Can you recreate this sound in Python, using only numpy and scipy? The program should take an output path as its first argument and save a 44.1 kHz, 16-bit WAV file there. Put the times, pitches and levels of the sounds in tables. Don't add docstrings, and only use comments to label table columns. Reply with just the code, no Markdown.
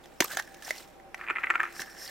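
import sys
import numpy as np
from scipy import signal
from scipy.fft import rfft, irfft, next_fast_len
from scipy.io import wavfile
from scipy.ndimage import uniform_filter1d, map_coordinates

SR = 44100
rng = np.random.default_rng(int(sys.argv[2]) if len(sys.argv) > 2 else 0)


def to_wav(sig):
    pcm = np.clip(np.atleast_2d(sig), -1, 1) * 32767
    pcm = np.round(pcm).astype(np.int16)
    wavfile.write(sys.argv[1], SR, pcm.T)


N = 92610
RISE_SHARE = 0.077


def amp(db):
    return 10 ** (np.asarray(db) / 20)


def unit(x):
    return x / np.sqrt(np.mean(np.abs(x) ** 2) + 1e-20)


def along(points, hz):
    f, v = np.transpose(points)
    return np.interp(np.log(hz + 1), np.log(f + 1), v)


def curves(rows):
    s, *cols = np.transpose(rows)
    return [np.interp(np.arange(N) / SR, s, c) for c in cols]


def wobble(knots_per_s):
    knots = rng.standard_normal(int(N * knots_per_s / SR) + 4)
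    return map_coordinates(knots, [np.arange(N) * knots_per_s / SR])


def filtered(x, response):
    m = next_fast_len(N + SR // 2)
    return irfft(rfft(x, m) * response(np.fft.rfftfreq(m, 1 / SR)), m)[..., :N]


def passed(x, hz, kind, order):
    return signal.sosfilt(signal.butter(order, hz, kind, fs=SR, output="sos"), x)


def peaks(rows):
    def response(f):
        total = 0
        for k, (centre, width, db) in enumerate(rows):
            band = 1j * f * width
            total = total + (-1) ** k * amp(db) * band / (centre * centre - f * f + band)
        return total
    return response


def noise(response):
    return unit(filtered(rng.standard_normal(N), response))


def coloured(points):
    return noise(lambda hz: amp(along(points, hz)))


def moving_ring(hz, width_hz):
    slow_cos, slow_sin = [noise(lambda f: 1 / (1 + 1j * f / width_hz) ** 2) for _ in "ab"]
    phase = 2 * np.pi * np.cumsum(hz) / SR
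    return slow_cos * np.cos(phase) + slow_sin * np.sin(phase)


def pan(x, left_minus_right_db):
    half_db = left_minus_right_db / 2
    return x * amp([[half_db], [-half_db]])


# (frequency [Hz], level [dB])
SIDE_SPREAD = [(1000, -53), (4000, -10), (8000, -4), (16000, -5)]


def wide(points):
    side = filtered(coloured(points), lambda hz: amp(along(SIDE_SPREAD, hz)))
    return coloured(points) + np.array([side, -side])


def patchy(x, depth_db):
    z = signal.stft(x, nperseg=128)[2]
    field = rng.standard_normal(z.shape[-2:])
    field = uniform_filter1d(field, size=4, axis=0)
    field = uniform_filter1d(field, size=5, axis=1)
    return unit(signal.istft(z * amp(depth_db * unit(field)), nperseg=128)[1][..., :N])


# (frequency [Hz], relative density [dB per Hz])
AIR_SPECTRUM = [(20, -42), (45, -28), (100, -8), (250, -4), (600, -4.5), (1000, -11), (2000, -14.5),
                (4000, -26), (8000, -31), (14500, -32.5), (16000, -46)]
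# (frequency [Hz], left-right likeness [correlation])
AIR_LIKENESS = [(50, 0.044), (300, 0.31), (1000, 0.55), (5000, 0.043), (15000, 0.067)]
# (centre [Hz], width [Hz], relative level [dB])
DRONE_BANDS = [(345, 12.6, -1.5), (552, 17, -6), (779.3, 15.3, 1)]
# (frequency [Hz], mean level [dB rms], left lead [rad])
HUM_TONES = [(30, -69, 0.8), (60, -69, 1.3)]
AIR_DB, DRONE_DB, AIR_PAN_DB = -55.5, -56, -1.7


def room():
    def turn(hz):
        return np.arccos(np.clip(along(AIR_LIKENESS, hz), -1, 1)) / 2

    pair = []
    for _ in "ab":
        air = amp(AIR_DB) * coloured(AIR_SPECTRUM)
        drone = amp(DRONE_DB + 1.5 * wobble(6.9)) * noise(peaks(DRONE_BANDS))
        pair.append(air + drone)
    mid, side = filtered(np.array(pair), lambda hz: np.array([np.cos(turn(hz)), np.sin(turn(hz))]))

    t, hum = np.arange(N) / SR, 0
    for hz, db, lead in HUM_TONES:
        tone = np.sin(2 * np.pi * hz * t + np.array([[lead], [0]]))
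        hum = hum + 2 ** .5 * amp(db + 0.43 * wobble(3.9)) * tone
    return pan(np.array([mid + side, mid - side]), AIR_PAN_DB) + hum


# (time [s], air ring of the cup [dB], upper rings [dB], treble rustle [dB],
# air ring pitch [Hz])
RUB_MOVES = [(0, -76, -91, -74, 1800), (.05, -84, -95, -63.5, 1810), (.2, -79, -68, -68.5, 1812),
             (.21, -56, -44, -35.5, 1800), (.275, -63, -66, -48, 1600), (.3, -48.5, -62, -48.5, 1543),
             (.335, -43, -53, -40, 1650), (.365, -54, -67, -50.5, 1652), (.395, -34, -83, -39, 1742),
             (.408, -53, -64, -54, 1722), (.43, -56.5, -70, -58, 1686), (.49, -60, -66, -61.5, 1736),
             (.6, -64, -89, -61, 1750), (.65, -50.5, -52, -48, 1750), (.7, -52, -56, -40.5, 2017),
             (.73, -49, -60, -50.5, 2033), (.82, -71, -59, -51, 2037), (.86, -86, -70, -60.5, 1908),
             (.97, -95, -84, -71, 1885), (1.14, -96, -80, -92, 1902), (1.17, -70, -75, -61, 1880),
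             (1.3, -72, -94, -66, 1886), (1.7, -53.5, -73, -59.5, 1697), (1.76, -62, -51, -52.5, 1695),
             (1.82, -44, -42.5, -42, 1728), (1.85, -52, -65, -57.5, 1716), (1.895, -46.5, -56.5, -56, 1675),
             (1.95, -54, -60, -56.5, 1730), (2.03, -51.5, -44, -51.5, 1800),
             (2.1, -51.5, -55.5, -49.5, 1922)]
# (centre [Hz], width [Hz], relative level [dB])
UPPER_RINGS = [(5400, 290, 5), (7550, 130, -7), (8880, 160, -4.5), (12900, 660, -9)]
# (frequency [Hz], relative density [dB per Hz])
RUSTLE_SPECTRUM = [(60, -24), (120, -2), (800, -0.5), (2500, 1), (4000, 1.5), (6300, -2), (8000, -1),
                   (10500, -8), (13000, -5.5), (16000, -8)]
RUB_RING_WIDTH_HZ = 176


def rubbing():
    ring_db, upper_db, treble_db, ring_hz = curves(RUB_MOVES)
    grain_db = 2.0 * wobble(150) + 2.3 * wobble(700)
    ring = amp(ring_db + 3.2 * wobble(110)) * moving_ring(ring_hz, RUB_RING_WIDTH_HZ)
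    upper = amp(upper_db + 2.0 * wobble(91)) * noise(peaks(UPPER_RINGS))
    rustle = amp(treble_db + grain_db) * patchy(wide(RUSTLE_SPECTRUM), depth_db=3)
    return ring + upper + rustle


# (time [s], level [dB], pitch [Hz], t60 [s])
EDGE_PINGS = [(0.036, -45, 3620, 0.036), (0.2055, -20, 6400, 0.0089), (0.2215, -30, 6350, 0.019),
              (0.2432, -16.5, 12200, 0.01), (0.2449, -19.5, 6200, 0.0092), (0.647, -34.5, 5700, 0.036),
              (0.7802, -33.5, 4300, 0.02), (2.076, -31.5, 4370, 0.025)]
PING_WIDTH, PING_HISS = 0.07, 0.28


def pings():
    t, out = np.arange(SR // 20) / SR, np.zeros(N + SR)
    for s, db, hz, t60 in EDGE_PINGS:
        at = round(s * SR)
        hiss = passed(rng.standard_normal(len(t)), hz / 2, "high", order=2)
        ring = unit(signal.lfilter(*signal.iirpeak(hz, 1 / PING_WIDTH, fs=SR), hiss))
        envelope = amp(db - 60 * t / t60) * (1 - np.exp(-t / (RISE_SHARE * t60)))
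        out[at:][:len(t)] += unit(ring + PING_HISS * hiss) * envelope
    return out[:N]


# (time [s], level [dB],
# thump [dB], thump pitch [Hz], cup ring [dB], treble [dB], ring and treble t60 [s])
SNAP_EVENTS = [(0.0578, -35, -5, 774, 0, -1, 0.0067), (0.204, -3, -8.5, 583, -6, -2, 0.021),
               (0.2082, -8, -2, 322, -11, -14, 0.012), (0.2219, -17.5, 0, 987, 4, -6, 0.016),
               (0.2432, -18.5, -8.5, 466, -17, -4.5, 0.015), (0.2458, -20, -1, 1200, -15, -23, 0.0084),
               (0.31, -30.5, -6, 770, 9.5, -10, 0.017), (0.3338, -21.5, -10, 620, -4, -3, 0.0065),
               (0.3707, -11, -8.5, 742, -1.5, -3, 0.015), (0.3863, -30, -2, 676, -11, -24, 0.016),
               (0.394, -28.5, -7, 730, 1, 4, 0.026), (0.3976, -16.5, -7.5, 790, 3, -7.5, 0.0094),
               (0.4226, -31.5, -16, 710, -5, -0.5, 0.015), (0.4744, -37.5, -11, 603, 3, -10, 0.025),
               (0.543, -35.5, -5.5, 480, -15, 1.5, 0.02), (0.6227, -32, -15, 670, 2, -1.5, 0.02),
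               (0.679, -23, -4, 772.6, -4.5, -6, 0.0074), (0.7069, -12.5, -9.5, 620, 5, -4, 0.01),
               (0.7606, -30, -6, 810, -4.5, -6, 0.02), (0.9993, -42, -8, 770, 6, -9, 0.01),
               (1.1442, -25.5, -5.5, 801, -21, -5, 0.015), (1.6315, -29, -15, 800, -19, -2, 0.015),
               (1.6524, -36, -10, 796.8, -10, -3, 0.014), (1.7648, -30.5, -4, 1273, 5, -7, 0.015),
               (1.7943, -26, -7.5, 396, 8, -22, 0.014), (1.8186, -20.5, -27, 1301, 1, 0.5, 0.0097)]
# (frequency [Hz], relative density [dB per Hz])
CRACK_SPECTRUM = [(900, -16.5), (2800, 4), (4500, -4.5), (6400, 1), (7600, -9.5), (12000, -10),
                  (16000, -16)]
THUMP_T60_S, THUMP_RISE_S = 0.017, 0.00099
THUMP_OVER, THUMP_OVER_DB = 2, -7.5
HELD_LOW_HZ, SNAP_RING_WIDTH_HZ = 134, 380


def snaps():
    t = np.arange(SR // 12) / SR
    cup_hz = curves(RUB_MOVES)[3]
    body, ring, crack = np.zeros((3, N + SR))
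    for s, db, thump_db, hz, ring_db, treble_db, t60 in SNAP_EVENTS:
        at = round(s * SR)
        fall = (1 - np.exp(-t / (RISE_SHARE * t60))) * amp(db - 60 * t / t60)
        thump_fall = amp(db + thump_db - 60 * t / THUMP_T60_S) * (1 - np.exp(-t / THUMP_RISE_S))
        over = amp(THUMP_OVER_DB) * np.sin(2 * np.pi * THUMP_OVER * hz * t)
        cup_tone = 0.73 * amp(ring_db) * fall * np.sin(2 * np.pi * cup_hz[at] * t)
        body[at:][:len(t)] += thump_fall * (np.sin(2 * np.pi * hz * t) + over) + cup_tone
        ring[at:][:len(t)] += amp(ring_db) * fall
        crack[at:][:len(t)] += amp(treble_db) * fall
    body = passed(body[:N], HELD_LOW_HZ, "high", order=2)
    ring_noise = 0.34 * ring[:N] * moving_ring(cup_hz, SNAP_RING_WIDTH_HZ)
    return body + ring_noise + 0.64 * crack[:N] * wide(CRACK_SPECTRUM)


# (time [s], relative level [dB], centre of its colour [Hz])
TOY_KNOCKS = [(1.1447, -23, 2170.0), (1.2121, -24, 1800.0), (1.2378, -31, 1610.0), (1.267, -30, 2510.0),
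              (1.2763, -25, 1740.0), (1.2851, -19, 2450.0), (1.2959, -21, 2280.0), (1.3005, -13, 2360.0),
              (1.3075, -13, 2420.0), (1.3548, -25, 1940.0), (1.3593, -20, 2170.0), (1.3631, -23, 2050.0),
              (1.3687, -19, 2250.0), (1.3841, -18, 2250.0), (1.4335, -23, 1920.0), (1.4371, -15, 2000.0),
              (1.4402, -22, 2110.0), (1.4425, -15, 1870.0), (1.4703, -19, 1740.0), (1.496, -26, 1590.0),
              (1.5001, -21, 1640.0), (1.5027, -8, 1830.0), (1.5063, -10, 1900.0), (1.5094, -22, 1440.0),
              (1.5392, -21, 1560.0), (1.5486, -24, 1350.0), (1.5529, -18, 1590.0), (1.5559, -11, 1700.0),
              (1.5761, -31, 1440.0), (1.5955, -24, 1490.0), (1.5988, -19, 1510.0), (1.6027, -12, 1600.0),
              (1.6119, -18, 1590.0), (1.6318, -18, 2100.0), (1.6374, -18, 1600.0), (1.6539, -24, 1660.0),
              (1.6627, -29, 1280.0)]
# (time [s], relative level [dB])
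SHAKE_LEVEL = [(1.14, -71), (1.2, -48.5), (1.26, -50), (1.33, -47), (1.40, -47), (1.46, -48.5),
               (1.52, -45.5), (1.58, -45), (1.66, -44.5), (1.72, -53.5), (1.76, -57)]
# (frequency before detuning [Hz], level before scatter [dB], t60 [s])
CUP_MODES = [(348, -0.5, 0.029), (1150, -11.5, 0.029), (1355, -1, 0.032), (1563, -5.5, 0.027),
             (1860, 3.5, 0.014), (2102, -1.5, 0.013), (2345, -3, 0.015), (3430, -12, 0.0082)]
PATTER_PER_S, PATTER_SPREAD_DB, PATTER_HZ = 990, 4.5, 1790
COLOUR_OCT, KNOCK_RISE_S = 0.39, 0.00014
DETUNE, SCATTER_DB = 0.05, 5.5
TICK_HZ, TICK_DB, TICK_GROWS, TICK_T60_S = 7330, -33, 2.76, 0.016
CUP_LOW_HZ, CUP_HIGH_HZ = 634, 3080


def rattle():
    start, end = SHAKE_LEVEL[0][0], SHAKE_LEVEL[-1][0]
    draw = rng.random((int(PATTER_PER_S * (end - start)), 3))
    when = start + (end - start) * draw[:, 0]
    size_db = PATTER_SPREAD_DB * np.minimum(-np.log(draw[:, 1]), 2.5)
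    small_db = np.interp(when, *np.transpose(SHAKE_LEVEL)) + size_db
    small = np.c_[when, small_db, PATTER_HZ * 2 ** (draw[:, 2] - .5)]
    rows = np.r_[TOY_KNOCKS, small]

    t = np.arange(SR // 25) / SR
    out, tick = np.zeros((2, N + SR))
    hz, level_db, t60 = np.transpose(CUP_MODES)
    variations = rng.standard_normal((len(rows), 2, len(CUP_MODES)))
    for (s, db, centre), (scatter, shift) in zip(rows, variations):
        at = round(s * SR)
        reach_db = np.maximum(-6 * (np.log2(hz / centre) / COLOUR_OCT) ** 2, -8)
        gain = amp(level_db + reach_db + SCATTER_DB * scatter)
        mode_hz = hz * (1 + DETUNE * shift)
        modes = amp(-60 * t / t60[:, None]) * np.sin(2 * np.pi * mode_hz[:, None] * t)
        rise = 1 - np.exp(-t / KNOCK_RISE_S)
        out[at:][:len(t)] += amp(db + 5) * rise * (gain @ modes) / gain[1:].sum()
        tick[at:][:len(t)] += amp(TICK_DB + TICK_GROWS * (db + 6.5) - 60 * t / TICK_T60_S)
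    soft = passed(out[:N], CUP_HIGH_HZ, "low", order=5)
    soft = passed(soft, CUP_LOW_HZ, "high", order=3)
    return soft + tick[:N] * noise(peaks([(TICK_HZ, 450, 0), (4100, 1200, -9), (12000, 6000, -18)]))


# (frequency [Hz], t60 [s])
WALL_DECAY = [(200, 0.073), (2000, 0.073), (10000, 0.037)]


def walls(x):
    hz, t, z = signal.stft(rng.standard_normal((2, SR // 3)), SR, nperseg=256)
    fall = amp(-60 * t / along(WALL_DECAY, hz)[:, None])
    tail = signal.istft(z * fall, SR, nperseg=256)[1]
    late = np.pad(x, ((0, 0), (100, 0)))
    return signal.fftconvolve(late, tail / np.linalg.norm(tail[0]), axes=1)[:, :N]


HANDS_PAN_DB, TOY_PAN_DB, WALLS_DB = -1.5, -0.1, -12


def scene():
    hands = pan(rubbing() + pings() + snaps(), HANDS_PAN_DB)
    toy = rattle()
    toy = np.array([np.roll(toy, shift=1), toy])
    near = hands + pan(toy, TOY_PAN_DB)
    return near + amp(WALLS_DB) * walls(near) + room()


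TOP_HZ = 15850


def record(dry):
    return filtered(dry, lambda hz: hz < TOP_HZ)


dry = scene()
out = record(dry)
to_wav(out)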